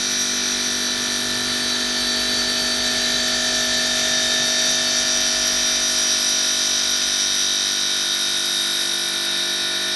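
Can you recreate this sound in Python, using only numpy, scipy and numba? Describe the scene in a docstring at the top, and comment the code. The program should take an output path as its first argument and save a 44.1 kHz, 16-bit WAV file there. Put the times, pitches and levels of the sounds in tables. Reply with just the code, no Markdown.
"""A harsh, steady buzz in a hiss of water: a bridge saw spins its diamond blade in a factory hall.
Motor and blade repeat one buzz every turn of the shaft. Its partials (the pure tones it is made of)
go out in lobes, like beams, that sweep past us as the cutting head swivels round.
Cooling water sprays off the rim and rings the steel disc, air rushes round it, and a low hum
throbs underneath."""
import sys
import numpy as np
from scipy import signal
from scipy.fft import rfft, irfft, next_fast_len
from scipy.io import wavfile
from scipy.ndimage import uniform_filter1d
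from numba import njit

SR = 44100
rng = np.random.default_rng(int(sys.argv[2]) if len(sys.argv) > 2 else 0)


def dump(signal):
    """Clip the signal to [-1, 1] and save it as 16-bit WAV at the path in sys.argv[1]."""
    limited = np.clip(np.atleast_2d(signal).T, -1, 1)
    pcm = np.round(limited * 32767).astype(np.int16)
    wavfile.write(sys.argv[1], SR, pcm)


N = 438794
HOP = 147  # samples in a frame, the time step for slow changes
TIME = np.arange(N) / SR
FRAME_TIME = np.arange(N // HOP + 2) * HOP / SR
FREQ = np.maximum(np.fft.rfftfreq(next_fast_len(N), 1 / SR), 1)

# The rushing noise has five bands. Each entry: the pitch in Hz where one hands over to the next.
HANDOVER_HZ = [980, 4720, 5820, 7450]


def undb(db):
    """Turn decibels into a factor to multiply by."""
    return 10 ** (np.asarray(db) / 20)


def curve(rows):
    """Join (seconds, value) points with straight lines."""
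    return np.interp(TIME, *np.transpose(rows))


def spectrum_db(points, hz):
    """Read a level between (Hz, dB) points, giving every octave the same room."""
    points_hz, db = np.transpose(points)
    return np.interp(np.log(hz), np.log(points_hz), db)


def noise(gain):
    """Random noise shaped by one gain for each frequency."""
    size = next_fast_len(N)
    return irfft(rfft(rng.standard_normal(size)) * gain, size)[:N] * np.sqrt(SR / 2)


def walk(rate_hz, count=1):
    """Rows of smooth random wandering, one value a frame, about 1 in size and mostly below rate_hz."""
    size = 4096
    keep_slow = np.exp(-(np.fft.rfftfreq(size, HOP / SR) / rate_hz) ** 2)
    rows = irfft(rfft(rng.standard_normal((count, size))) * keep_slow, size)
    return (rows / rows.std())[:, :len(FRAME_TIME)]


def sway(rate_hz):
    """One random wander with a value for every sample."""
    return np.interp(TIME, FRAME_TIME, walk(rate_hz)[0])


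def swell(time, peak_s, rise_s):
    """A smooth rise from 0 to 1 and an equally long fall."""
    return np.cos(np.pi / 2 * np.clip((time - peak_s) / rise_s, -1, 1)) ** 2


def lobe_db(time, depth_db, facing_s, period_s):
    """The level drops as a lobe turns away from us; a negative depth makes it rise instead."""
    return -depth_db * np.sin(np.pi * (time - facing_s) / period_s) ** 2


def beam_db(hz):
    """A partial rises and falls as its lobe sweeps past; its average power stays the same."""
    # Neighbouring partials share a lobe. Each row: lowest pitch in Hz, depth in dB,
    # time it faces us in seconds, seconds between lobes.
    lobes = [(70, 2, 2, 9.5), (170, 12, 10.65, 11.7), (220, 15, 2.2, 14.9), (270, 2.5, 1.7, 3.85),
             (370, 7.5, 2.4, 10.1), (500, 11.5, 4.28, 8.3), (710, 6.5, 4, 9.5), (860, 3.5, 6, 4.7),
             (1250, 7, 3.3, 10.3), (1400, 5.5, 12, 17.5), (1640, 8.5, 3.5, 8.4), (1930, 4.5, 5.44, 6.1),
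             (3000, 6.5, 5.3, 13.7), (3680, 10.5, 9.4, 13.2), (3840, 2.5, 2.65, 4.2), (4140, 8, 3.3, 8.9),
             (4690, 6.5, 6.1, 10.3), (5230, 10, 6.27, 8.67)]
    lobe = ([row for row in lobes if row[0] <= hz] or lobes[:1])[-1]
    db = lobe_db(FRAME_TIME, *lobe[1:])
    return db - 10 * np.log10(np.mean(undb(db) ** 2))


def flare_db(hz, width_hz):
    """Now and then the partials near one pitch swell and fade."""
    # Each row: time of the peak in seconds, pitch in Hz, lift in dB, rise time in seconds.
    flares = [(0.398, 5150, 4, 1), (0.505, 5774, 8.5, 1.5), (.5, 6018, 7, 1.2), (1.1, 1780, 2.5, 0.63),
              (1.5, 3965, 2, .3), (2.35, 4503, 4.5, 0.99), (3.127, 3965, 4, .3), (4.2, 1762, 3, 0.87),
              (4.35, 3715, 8, 1.1), (4.85, 4503, 5, 0.57), (7, 6018, 3.5, 1.2), (8.6, 3719, 1.5, 0.14)]
    db = 0
    for peak_s, centre_hz, lift_db, rise_s in flares:
        nearness = np.exp(-((hz[:, None] - centre_hz) / width_hz) ** 2)
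        db = db + lift_db * swell(FRAME_TIME, peak_s, rise_s) * nearness
    return db


def knock_and_rasp(orders, on_rim, height, knock_turns=0.3, chirp_turns=.045, rasp_rad=1.5):
    """Phases (timing within a turn) that make the low partials knock and the rim's partials rasp."""
    count = len(orders)
    # each turn starts with a dying knock, which ties neighbouring partials together
    turn = np.linspace(0, 1, 4 * count)
    knock = rng.standard_normal(len(turn)) * np.exp(-turn / knock_turns)
    # higher partials come a little later, so the knock chirps upward
    phase = np.angle(rfft(knock))[orders] - np.pi * chirp_turns * orders ** 2
    # rim tones wobble in pitch once a turn, setting neighbours about a quarter cycle apart
    phase = np.where(on_rim, rasp_rad * (orders % 2), phase)
    # paths through the hall change as the head turns, most for short waves
    drift = 1.63 * np.sqrt(height) * walk(0.51, count)
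    # each stretch of the rim's partials has its own delay within the turn
    delay_turns = np.cumsum(rng.standard_normal(count)) * chirp_turns
    phase = phase + 2 * np.pi * np.cumsum(delay_turns) * on_rim
    return phase[:, None] + drift


@njit
def add_partials(angle, gains, hop):
    """Add tones at multiples of the shaft angle; complex gains (level and phase) glide between frames."""
    out = np.zeros(len(angle))
    for i in range(len(angle)):
        frame, blend = i // hop, (i % hop) / hop
        step, tone = np.exp(1j * angle[i]), 1 + 0j
        for k in range(gains.shape[1]):
            tone *= step
            gain = gains[frame, k] + blend * (gains[frame + 1, k] - gains[frame, k])
            out[i] += (tone * gain).real
    return out


def saw_buzz(angle, shaft_hz, count=180, rim_from_hz=3252, blade_trim_db=-0.63):
    """Motor and blade repeat one buzz every shaft turn; its tone shifts as the head swivels."""
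    # Strong partials of the motor and its drive. Each row: multiple of the shaft speed, base level in dB.
    motor_partials = [(2, -56.2), (4, -50.0), (5, -37.4), (6, -49.5), (7, -43.9), (8, -44.7), (9, -51.9),
                      (13, -38.3), (14, -49.7), (15, -46.2), (16, -51.7), (20, -50.5), (22, -52.3),
                      (24, -50.1), (27, -46.4), (28, -47.0), (29, -46.8), (30, -42.2), (31, -46.0),
                      (34, -45.6), (36, -37.1), (37, -42.9), (40, -45.5), (48, -42.8), (49, -45.9),
                      (54, -48.3), (62, -42.6), (63, -43.9), (64, -46.1), (65, -44.2), (66, -44.2)]
    # Strong partials of the blade's segmented rim, with the same columns.
    blade_partials = [(69, -43.9), (73, -37.7), (74, -38.4), (75, -36.7), (76, -34.4), (77, -38.0),
                      (78, -39.7), (80, -37.0), (81, -36.7), (82, -39.4), (84, -41.2), (92, -35.1),
                      (96, -40.4), (97, -42.7), (101, -44.6), (102, -39.3), (103, -43.4), (104, -42.1),
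                      (105, -41.2), (106, -42.4), (114, -42.2), (115, -40.4), (116, -36.4), (117, -39.9),
                      (118, -34.3), (121, -40.9), (123, -36.0), (133, -52.2), (139, -52.7), (169, -56.6)]
    # The weaker partials between them. Each row: pitch in Hz, base level in dB.
    weak_levels = [(150, -68), (500, -58), (1100, -55), (1600, -51.5), (2200, -61.5), (2800, -62.5),
                   (3300, -49), (4300, -48.5), (5300, -49), (6300, -50), (6700, -67), (7800, -112),
                   (8600, -56.5)]
    orders = np.arange(1, count + 1)
    hz = shaft_hz * orders
    height = (orders / count)[:, None]  # near 0 for the lowest partial, 1 for the highest
    beam = np.array([beam_db(f) for f in hz])
    wander = height ** 0.26 * walk(0.16, count)
    db = spectrum_db(weak_levels, hz)[:, None] + 0.28 * beam + 5.0 * wander
    db[0] = -np.inf  # the lowest partial belongs to the throb
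    # water loads the rim unevenly, so high partials flutter most
    flutter_depth = 0.055 + 0.35 * height
    for table, trim_db in ((motor_partials, 0), (blade_partials, blade_trim_db)):
        for order, base_db in table:
            k = int(order) - 1
            db[k] = base_db + trim_db + beam[k] + 1.75 * wander[k]
            flutter_depth[k] *= 0.94  # strong partials hold a little steadier
    flutter = flutter_depth * (walk(19.5, count) + 1j * walk(4.1, count))
    # neighbouring partials ride on the same vibration of the disc and surge together
    surge = uniform_filter1d(walk(17, count), size=9, axis=0)
    db = db + 1.26 * np.sqrt(height) * surge / surge.std() + flare_db(hz, width_hz=73)
    phase = knock_and_rasp(orders, hz > rim_from_hz, height)
    gains = np.sqrt(2) * undb(db) * np.exp(1j * phase) * (1 + flutter)
    return add_partials(angle, np.ascontiguousarray(gains.T), HOP)


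def guard_echoes_db(depth, count=14):
    """Quick echoes inside the blade guard lift some pitches and lower others, least in the bass."""
    delays_s = rng.uniform(0.001056, .008, count)
    ripple = sum(np.cos(2 * np.pi * FREQ * delay) for delay in delays_s) * np.sqrt(2 / count)
    return depth * ripple * FREQ / (FREQ + HANDOVER_HZ[0])


def air_and_water(angle, trim_db, flicker_db, gush_db, pulse_depth, shade_from_s, shade_db_per_s):
    """Five bands of rushing noise each sweep past, gush, flicker and pulse a little with the blade."""
    # The tone of the whole rush. Each row: pitch in Hz, base level in dB for a slice 1 Hz wide.
    rush_levels = [(25, -75), (75, -75.5), (150, -72.5), (550, -72.5), (1050, -77.5), (1400, -66),
                   (1800, -64.5), (2750, -68), (3750, -63), (5900, -69), (6700, -76), (7800, -79),
                   (8500, -76.5), (9600, -78.5), (11200, -76.5)]
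    # From low to high: motor fan, wash in the guard, jet on the disc, spray off the rim, fine mist.
    # Each row: gain in dB, lobe depth in dB, time it faces us in seconds, seconds between lobes.
    bands = [(0.5, 8.5, 3, 10.5), (-4, 3.5, 3.9, 13.7), (1.5, 14, 6.1, 14.4), (7.5, 6, 4, 5.4),
             (1, 1.5, 7.3, 9.8)]
    # Gusts blow mist our way. Each row: time of the peak in seconds, lift in dB, rise time in seconds.
    mist_gusts = [(4.6, 1, 0.37), (5.9, 3, 0.88), (8.803, 3, 0.82)]
    below = [0] + [1 / (1 + (FREQ / hz) ** 20) for hz in HANDOVER_HZ] + [1]
    colour = undb(spectrum_db(rush_levels, FREQ) + trim_db + guard_echoes_db(depth=4.0))
    # late in the swivel the guard comes between us and the spray off the rim
    shade_db = shade_db_per_s * np.maximum(TIME - shade_from_s, 0)
    gusts_db = sum(lift_db * swell(TIME, peak_s, rise_s) for peak_s, lift_db, rise_s in mist_gusts)
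    extra_db = [0, 0, 0, -shade_db, gusts_db]
    out = 0
    for k, (gain_db, *lobe) in enumerate(bands):
        band = noise(colour * np.sqrt(np.abs(below[k + 1] - below[k])))
        pulse = 1 + pulse_depth * np.cos(angle + rng.uniform(0, 2 * np.pi))
        unsteady_db = gush_db * sway(1.0) + flicker_db * sway(11.6)
        out = out + band * pulse * undb(gain_db + lobe_db(TIME, *lobe) + extra_db[k] + unsteady_db)
    return out


def disc_ringing(trim_db, swell_db):
    """Water strikes the steel disc at random and keeps its own tones ringing, in uneven swells."""
    # Each row: pitch in Hz, width in Hz (wider is rougher), base level in dB, lobe depth in dB,
    # a time in seconds when the lobe leaves the level unchanged, seconds between lobes.
    disc_tones = [(1725, 100, -45, 17, 2, 16), (3670, 140, -41, 15, 9.6, 5), (3967, 16, -34, -3, 4.6, 3.5),
                  (4506, 10, -46.5, -7, 3.3, 13), (4714, 54, -34, -1.5, 11, 23),
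                  (5830, 10, -29.5, 18, 4.1, 17), (5778, 11, -32, 19, 5.3, 7.6),
                  (6015, 12, -39, 11, 4.5, 15)]
    out = 0
    for hz, width_hz, base_db, *lobe in disc_tones:
        phase = 2 * np.pi * hz * TIME
        rough_tone = sway(width_hz) * np.cos(phase) + sway(width_hz) * np.sin(phase)
        out = out + rough_tone * undb(base_db + trim_db + lobe_db(TIME, *lobe) + swell_db * sway(0.41))
    return out


def shaft_throb(angle, other_hz, other_db):
    """The unbalanced shaft hums, drifting in and out of step with a slightly faster machine."""
    # Each row: time in seconds, level of the shaft's hum in dB.
    throb_levels = [(0, -54), (1.6, -51), (2.3, -45.5), (4, -49.5), (4.7, -56), (5.5, -45), (6.4, -58),
                    (7.1, -52), (8.2, -65), (9.95, -72)]
    other_machine = np.sin(2 * np.pi * other_hz * TIME + 0.43 * sway(1))
    return (np.sin(angle) + undb(other_db) * other_machine) * undb(curve(throb_levels))


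def low_drone(hz):
    """A low, slightly wavering drone swells briefly and fades."""
    # Each row: time in seconds, level in dB.
    drone_levels = [(0, -58), (.5, -60), (1, -58), (1.2, -48), (1.5, -45), (1.7, -61), (3, -63),
                    (9.95, -87)]
    tone = np.sqrt(2) * np.sin(2 * np.pi * hz * TIME + .5 * sway(2.5))
    return tone * undb(curve(drone_levels))


def blade_draught(centre_hz, width_hz, gain_db, facing_s, fade_s):
    """Air thrown off the blade rumbles while its edge points at us."""
    colour = 1 / (1 + ((FREQ - centre_hz) / width_hz) ** 4)
    return noise(colour) * undb(gain_db) * np.exp(-((TIME - facing_s) / fade_s) ** 2)


def scene():
    """All the sounds of the running saw add up, the same in both channels."""
    # The shaft's speed drifts a little. Each row: time in seconds, turns per second.
    shaft_speeds = [(0, 48.925), (1.8, 48.97), (3, 48.95), (4.2, 48.905), (6.2, 48.935), (7.2, 48.91),
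                    (8.3, 48.94), (9.95, 48.955)]
    shaft_hz = curve(shaft_speeds)
    angle = 2 * np.pi * np.cumsum(shaft_hz) / SR
    buzz = saw_buzz(angle, shaft_hz.mean())
    rush = air_and_water(angle, trim_db=1.66, flicker_db=0.89, gush_db=0.27, pulse_depth=0.075,
                         shade_from_s=7, shade_db_per_s=7.5)
    rumble = blade_draught(centre_hz=138, width_hz=33, gain_db=-66, facing_s=3.8, fade_s=2.1)
    steel = disc_ringing(trim_db=-7.5, swell_db=2.0)
    throb = shaft_throb(angle, other_hz=54.3, other_db=-0.5)
    mono = buzz + rush + rumble + steel + throb + low_drone(hz=119.7)
    return np.array([mono, mono])


def record(dry):
    """A steep filter cuts the treble above 11500 Hz."""
    return signal.sosfilt(signal.ellip(10, .2, 80, 11500, fs=SR, output="sos"), dry)


dry = scene()
out = record(dry)
dump(out)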